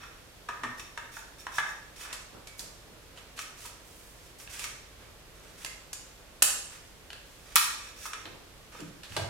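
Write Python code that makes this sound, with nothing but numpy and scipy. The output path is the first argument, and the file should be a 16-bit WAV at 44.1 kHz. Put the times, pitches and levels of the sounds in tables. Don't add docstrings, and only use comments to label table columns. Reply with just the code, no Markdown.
import sys
import numpy as np
from scipy import signal
from scipy.fft import rfft, irfft
from scipy.io import wavfile
from scipy.ndimage import uniform_filter1d

SR = 44100
rng = np.random.default_rng(int(sys.argv[2]) if len(sys.argv) > 2 else 0)


def store_wav(level_fs):
    pcm = np.round(np.clip(np.atleast_2d(level_fs), -1, 1) * 32767)
    wavfile.write(sys.argv[1], SR, pcm.T.astype(np.int16))


N = 409688
EVENT_T = np.arange(2 ** 15) / SR
HIT_GAIN = np.sqrt(.02 * SR)


def undb(db):
    return 10 ** (np.asarray(db) / 20)


def unit(x):
    return x / np.sqrt(np.sum(x ** 2, axis=-1, keepdims=True) + 1e-18)


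def along(points, hz):
    f, value = np.transpose(points)
    return np.interp(np.log(np.maximum(hz, 1)), np.log(f), value)


def freqs(x):
    return np.fft.rfftfreq(x.shape[-1], 1 / SR)


def colour(x, db):
    n = x.shape[-1]
    cepstrum = irfft(np.log(undb(db)), n)
    cepstrum[1:n // 2] *= 2
    cepstrum[n // 2 + 1:] = 0
    return irfft(rfft(x) * np.exp(rfft(cepstrum, n)), n)


def resonance(hz, centre_hz, width):
    ratio = np.maximum(hz, 1) / centre_hz
    return np.maximum(-20 * np.log10(1 + ((ratio - 1 / ratio) / width) ** 2), -80)


def spread(mid, side, coherence):
    c = np.clip(coherence, 0, 1)
    m, s = rfft(mid) * np.sqrt((1 + c) / 2), rfft(side) * np.sqrt((1 - c) / 2)
    return irfft(np.array([m + s, m - s]), len(mid))


def pan(db):
    return undb(np.array([[db], [-db]]) / 2)


def add(out, start, x):
    i = max(int(start * SR), 0)
    out[:, i:i + x.shape[-1]] += x[:, :max(N - i, 0)]


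def waver(t, rate):
    return np.interp(t * rate, np.arange(2 ** 10), rng.standard_normal(2 ** 10))


def mode(t, hz, t60):
    return unit(np.sin(2 * np.pi * (hz * t + rng.random())) * undb(-60 * t / t60))


# (frequency [Hz], coherence [0-1])
COHERENCE = [(60, .94), (130, 0.7), (300, 0.47), (640, 0.58), (1400, 0.32), (3000, 0), (15000, 0)]

def diffuse(n):
    mid, side = rng.standard_normal((2, n))
    return spread(mid, side, along(COHERENCE, freqs(mid)))


# (frequency [Hz], relative spectral density [dB])
VENT_SPECTRUM = [(12, -36), (20, 1.5), (44, -9), (74, -6), (158, -10.5), (204, -15), (434, -12.5),
                 (499, -12.5), (825, -19), (1030, -18), (2140, -20), (3340, -21), (4540, -23.5),
                 (13900, -30.5), (16000, -41)]

def ventilation(noise_db=-52.47, hum_hz=48.4, hum_db=-62.0, waver_db=2):
    noise = diffuse(N)
    noise = unit(colour(noise, along(VENT_SPECTRUM, freqs(noise)))) * np.sqrt(N) * undb(noise_db)
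    noise = signal.sosfilt(signal.butter(2, 28, "high", fs=SR, output="sos"), noise)
    t = np.arange(N) / SR
    hum = np.sqrt(2) * undb(hum_db + waver_db * waver(t, rate=8.8)) * np.sin(2 * np.pi * hum_hz * t)
    return pan(-1.5) * (noise + hum)


# (frequency [Hz], T60 [s])
SHOP_T60 = [(100, 0.23), (500, 0.79), (1300, 0.61), (3000, 0.63), (5500, 0.65), (8000, 0.59), (11000, 0.44),
            (16000, 0.3)]

def reverberation(x, wet_db=-0.5, delay_s=0.003, build_s=0.0016, early_db=7):
    t = np.arange(SR) / SR
    hz = freqs(t)
    sparse = undb(early_db * np.exp(-t / 0.022) * rng.standard_normal(SR))
    sparse = sparse / np.sqrt(uniform_filter1d(sparse ** 2, size=400))
    spectrum = rfft(diffuse(SR) * sparse)
    centres = np.transpose(SHOP_T60)[0]
    tail = 0
    for centre, t60 in SHOP_T60:
        band = irfft(spectrum * along(np.c_[centres, centres == centre], hz), SR)
        tail += band * undb(-60 * t / t60)
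    tail = unit(tail * (1 - np.exp(-np.maximum(t - delay_s, 0) / build_s)))
    tail = colour(tail, along([(200, -2), (2000, 0), (10000, -1)], hz))
    return undb(wet_db) * signal.fftconvolve(x, tail, axes=1)[:, :N]


# (start [s], end [s], level [dB])
RUBS = [(0.572, 0.718, -59), (2.313, 2.42, -56), (2.562, 2.74, -61.5), (2.804, 3.022, -65),
        (4.966, 5.106, -69), (5.304, 5.58, -66), (8.198, 8.4, -59.5)]
# (frequency [Hz], gain [dB])
CLOTH_SPECTRUM = [(50, 1), (130, 11), (400, 9.5), (1400, 0.5), (2200, -16), (4000, -26), (12000, -37)]

def rustles(gain_db=1.5, crumple_db=3, fold_rate=110):
    out, t = np.zeros((2, N)), EVENT_T
    for start, end, db in RUBS:
        length = max(end - start, .02)
        swell = np.sin(np.pi * np.minimum(t / length, 1))
        rub = diffuse(len(t)) * undb(crumple_db * waver(t, fold_rate)) * swell
        rub = unit(colour(rub, along(CLOTH_SPECTRUM, freqs(t)))) * np.sqrt(length * SR)
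        add(out, start, undb(db + gain_db) * pan(-1.0) * rub)
    return out


def thud(t, hz, t60):
    dull = unit(colour(diffuse(len(t)) * undb(-60 * t / t60), resonance(freqs(t), hz, width=0.66)))
    note = mode(t, hz, t60) * (1 - np.exp(-t / 0.01))
    return pan(-1.1) * unit(dull + 1.3 * note)


# (time [s], level [dB], frequency [Hz])
SOFT_HITS = [(0.632, -44, 247), (0.633, -49.5, 116), (8.252, -48, 337), (8.797, -42.5, 293),
             (8.824, -42.5, 163.7), (9.1, -43, 105)]

def bumps(t60_cycles=63):
    out = np.zeros((2, N))
    for start, db, hz in SOFT_HITS:
        add(out, start, undb(db) * thud(EVENT_T, hz, t60_cycles / hz))
    return HIT_GAIN * out


# (frequency [Hz], level [dB], T60 [s])
COUNTER_MODES = [(97, -33.5, 0.85), (140.3, -36, 0.55), (325, -40.5, 0.15), (673, -33.5, 0.12),
                 (772, -43, 0.1)]

def counter(landing_s=9.162, lag_cycles=2.13):
    out = np.zeros((2, N))
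    for hz, db, t60 in COUNTER_MODES:
        add(out, landing_s + lag_cycles / hz, undb(db) * thud(EVENT_T, hz, t60))
    return HIT_GAIN * out


def chatter(t, decay_s, grain_db, rise_s=0.00012):
    burst = rng.standard_normal(len(t)) * undb(grain_db * np.clip(rng.standard_normal(len(t)), -1, 1))
    burst = burst * np.exp(-t / decay_s) * (1 - np.exp(-t / rise_s))
    power = uniform_filter1d(np.abs(rfft(burst)) ** 2, size=700)
    return unit(colour(burst, -10 * np.log10(power + 1e-18)))


def beating(t, hz, t60, split):
    triplet = (-1, .6), (0, 1), (1.3, .6)
    return unit(sum(share * mode(t, hz * (1 + split * step), t60) for step, share in triplet))


# (lower limit [Hz], upper limit [Hz])
HIT_BANDS = [(250, 900), (900, 2000), (2000, 5000), (5000, 15000)]

def impact(t, hardness_db, chatter_s, body, spectrum, shares, *,
           modes_db, detune, ring_hz, ring_db, ring_t60, split, coherence, rise_s):
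    hz, chatter_s = freqs(t), max(chatter_s, 1e-4)
    modes = 0
    for f, db, t60 in body:
        amplitude = undb(db + rng.standard_normal())
        modes += amplitude * mode(t, f * (1 + detune * rng.standard_normal()), t60)
    ringing = undb(modes_db) * modes + undb(ring_db) * beating(t, ring_hz, ring_t60, split)
    ringing *= 1 - np.exp(-2 * t / chatter_s)
    mid = chatter(t, chatter_s, grain_db=12.5, rise_s=rise_s)
    side = chatter(t, 0.28 * chatter_s, grain_db=3.5, rise_s=rise_s)
    contact = spread(mid, side, coherence + along(COHERENCE, hz))
    hit = colour(contact + ringing, along(spectrum, hz))
    power = np.mean(np.abs(rfft(hit)) ** 2, axis=0) * 2 / len(t)
    gains = []
    for (lo, hi), (share_db, slope) in zip(HIT_BANDS, shares):
        band_db = 10 * np.log10(power[(hz > lo) & (hz < hi)].sum())
        gain_db = share_db + slope * hardness_db - band_db
        gains += [(lo * 1.2, gain_db), (hi / 1.2, gain_db)]
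    return colour(hit, along(gains, hz))


# (time [s], level [dB], hardness [dB], chatter decay [s])
CLIP_HITS = [(2.127, -41, 3, 0.014), (2.471, -51, 4.5, 0.013), (2.593, -48, 10.5, 0.015),
             (3.174, -52, -14, 0.006), (3.376, -44.5, -10, 0.024), (4.475, -49, -30, 0.0016),
             (4.593, -44.5, 4, 0.0057), (5.647, -40.5, 2.5, 0.0033), (5.662, -52, 7, 0.003),
             (5.93, -45.5, 10.5, 0.0065), (6.4219, -26.5, 10, 0.0049), (7.103, -46, -12, 0.002),
             (7.13, -46, -8.5, 0.0036), (8.254, -44.5, -17, 0.008), (8.804, -54, 4, 0.0026),
             (9.032, -45.5, -5, 0.029), (9.121, -49, -11, 0.0033), (9.165, -33, -5.5, 0.0087)]
# (frequency [Hz], level [dB], T60 [s])
CLIP_MODES = [(1340, -30, 0.048), (1640, -16.5, 0.031), (2547, -4.5, 0.0075), (2810, -5.5, 0.01),
              (3020, -13.5, 0.013), (4580, -14.5, 0.026), (7440, -6, 0.013), (8650, -41, 0.0071)]
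# (frequency [Hz], gain [dB])
CLIP_SPECTRUM = [(60, -33), (250, -11), (600, -2), (1150, -6), (1700, -2), (2100, -3), (2650, -1),
                 (3900, 0), (4600, -1), (5500, -1), (7800, -1), (10500, -5), (13000, -10.5), (16000, -41)]
# (share [dB], slope with hardness [dB/dB])
CLIP_BANDS = [(-13.5, 0), (-5.5, 0.0065), (-0.5, 0), (-2, 0.83)]

def clicks(gain_db=-1):
    out = np.zeros((2, N))
    for start, db, hardness_db, chatter_s in CLIP_HITS:
        click = impact(EVENT_T, hardness_db, chatter_s, CLIP_MODES, CLIP_SPECTRUM, CLIP_BANDS,
                       modes_db=1, detune=0.01, ring_hz=2550, ring_db=-26.5, ring_t60=0.04,
                       split=0.011, coherence=0.34, rise_s=0.0011)
        add(out, start, undb(db + gain_db) * pan(-1.7) * click)
    return HIT_GAIN * out


# (time [s], level [dB], centre [Hz], width [fraction of centre])
HARD_HITS = [(1.586, -32.5, 1800, 0.27), (2.472, -51, 2250, 0.013), (2.594, -44, 4900, 0.26),
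             (5.663, -45.5, 2090, 0.078), (5.932, -47.5, 6850, 0.03), (6.4212, -35, 1350, 0.25),
             (6.4222, -35, 2830, 0.32), (6.4247, -31, 4580, 0.078), (6.426, -20, 9400, 0.64),
             (6.428, -24.5, 8300, 0.45), (7.557, -20, 9500, 1.2), (7.562, -27, 1345, 0.15),
             (7.5633, -23, 8900, 0.6), (7.569, -26, 3700, 0.53)]

def snaps(gain_db=-1):
    out, t = np.zeros((2, N)), EVENT_T
    for start, db, hz, width in HARD_HITS:
        mid, side = chatter(t, 0.00022, grain_db=3.5), chatter(t, 0.00035, grain_db=6)
        tick = spread(mid, side, 0.092 + along(COHERENCE, hz))
        snap = unit(colour(tick, resonance(freqs(t), hz, width)))
        add(out, start, undb(db + gain_db) * pan(-2.3) * snap)
    return HIT_GAIN * out


# (start [s], end [s], final level [dB], treble tilt [dB/octave])
STROKES = [(0.0, 0.043, -48, -5.5), (0.772, 0.8, -50.5, 3), (1.117, 1.18, -48, 2.5),
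           (1.382, 1.406, -50, 2.5), (1.513, 1.578, -42, 1.5), (1.666, 1.708, -52, 0.5),
           (1.958, 2.035, -44.5, 0), (2.03, 2.133, -49.5, -7.5), (2.577, 2.606, -49.5, 6.5),
           (3.158, 3.19, -56, -3.5), (3.362, 3.412, -44.5, 1), (3.569, 3.67, -48.5, 1),
           (3.843, 4.12, -61.5, 6), (4.149, 4.3, -64, 2), (4.383, 4.43, -54, 3.5), (4.494, 4.54, -43, 0),
           (4.529, 4.65, -42, -0.5), (4.986, 5.05, -62, -6), (5.341, 5.56, -64, -1.5),
           (5.576, 5.663, -50, -0.5), (6.702, 6.753, -55.5, -2), (7.25, 7.45, -66, 3),
           (7.453, 7.564, -57, -2), (7.701, 7.893, -54.5, -1.5), (7.96, 8.066, -43, 1.5),
           (8.718, 8.81, -53, -3.5), (9.093, 9.193, -47, -1)]
# (frequency [Hz], gain [dB])
SCRAPE_SPECTRUM = [(100, -21), (700, -9), (1150, -1), (2400, 0.5), (4000, -3), (5000, -1.5), (5700, 0),
                   (7000, -1), (9000, -1.5), (12000, -7.5), (16000, -14)]
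# (time [s], ringing gain [dB])
GRIP_RING = [(1.7, 3), (1.95, -5), (3.3, -24), (7.45, -16), (7.7, 1), (8.7, -8)]
# (frequency [Hz], level [dB], T60 [s])
TUBE_MODES = [(657, -39, 0.12), (964, -46.5, 0.089), (1153, -25.5, 0.16), (1336, -19.5, 0.07),
              (1698, -18.5, 0.12), (1832, -20, 0.53), (2280, -38, 0.17), (2604, -13, 0.078),
              (3382, -20, 0.26), (3646, -11, 0.091), (5355, -22, 0.37), (5520, -10.5, 0.081),
              (5900, -19, 0.07), (6750, -15.5, 0.14)]

def slides(gain_db=1.5, start_db=-53.5, tube_db=-1.5, grain_db=4, judder_db=2, judder_rate=160,
           grip_t60_ratio=0.42, speed_power=1.8, release_s=0.019, coast_db=-12, coast_s=0.02):
    out, t = np.zeros((2, N)), EVENT_T
    hz = freqs(t)
    treble_octaves = np.log2(np.maximum(hz, 1000) / 1000)
    tube = sum(undb(db + tube_db) * mode(t, f, grip_t60_ratio * t60) for f, db, t60 in TUBE_MODES)
    for start, end, db, tilt_db in STROKES:
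        length = max(end - start, .01)
        slips = rng.standard_normal((2, len(t))) * undb(grain_db * rng.standard_normal((2, len(t))))
        slips = spread(*slips, coherence=0.46)
        singing = undb(np.interp(start, *np.transpose(GRIP_RING))) * irfft(rfft(slips) * rfft(tube))
        scrape = colour(slips + singing, along(SCRAPE_SPECTRUM, hz) + tilt_db * treble_octaves)
        scrape = unit(scrape) * np.sqrt(len(t))
        speed, after = np.minimum(t / length, 1), np.maximum(t - length, 0)
        swell = np.interp(speed ** speed_power, [0, 1], undb([min(start_db, db), db]))
        judder = undb(judder_db * waver(t, judder_rate))
        run_out = np.maximum(np.exp(-after / release_s), undb(coast_db) * np.exp(-after / coast_s))
        gate = np.minimum(t / 0.0043, 1) * run_out
        add(out, start, undb(gain_db) * pan(-3.0) * scrape * swell * judder * gate)
    return out


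# (time [s], level [dB], hardness [dB], strongest ring [Hz], chatter decay [s])
TUBE_HITS = [(0.486, -33.5, -17.5, 1238, 0.0078), (0.633, -31.5, -16.5, 1804, 0.0093),
             (0.795, -49, 1, 5520, 0.005), (0.975, -37, -12.5, 956, 0.0023), (1.167, -42, -24, 914, 0.0032),
             (1.467, -36, -18, 967, 0.0018), (1.582, -26, -16, 1680, 0.0049),
             (2.05, -48.5, -9, 1380, 0.006), (3.39, -42, -1.5, 1280, 0.0025),
             (3.648, -48.5, -16, 950, 0.0093), (4.399, -59, 4, 5300, 0.0044),
             (4.641, -44, 2.5, 1240, 0.0013), (7.557, -25, -0.5, 5355, 0.0069),
             (8.054, -40.5, -14, 1274, 0.0045), (8.132, -40, -4, 1312, 0.0038),
             (8.747, -50.5, -41, 1240, 0.003)]
# (frequency [Hz], gain [dB])
TUBE_SPECTRUM = [(60, -17), (250, -10.5), (750, -2), (1100, 7.5), (2600, 0.5), (4000, -6.5), (5000, -6.5),
                 (5600, 10), (8000, 5.5), (10500, 0.5), (13000, -16), (16000, -16)]
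# (share [dB], slope with hardness [dB/dB])
TUBE_BANDS = [(-22, -0.5), (0, 0), (2, 0.74), (-0.5, 1)]

def knocks(gain_db=-1):
    out = np.zeros((2, N))
    for start, db, hardness_db, ring_hz, chatter_s in TUBE_HITS:
        knock = impact(EVENT_T, hardness_db, chatter_s, TUBE_MODES, TUBE_SPECTRUM, TUBE_BANDS,
                       modes_db=-6.5, detune=0.00098, ring_hz=ring_hz, ring_db=-11.0, ring_t60=0.037,
                       split=0.015, coherence=0.39, rise_s=0.0073)
        add(out, start, undb(db + gain_db) * pan(-0.49) * knock)
    return HIT_GAIN * out


def scene():
    direct = knocks() + clicks() + snaps() + bumps() + counter() + slides() + rustles()
    return direct + reverberation(direct) + ventilation()


def record(dry):
    return signal.sosfilt(signal.ellip(10, .2, 80, 15900, fs=SR, output="sos"), np.clip(dry, -1, 1))


dry = scene()
out = record(dry)
store_wav(out)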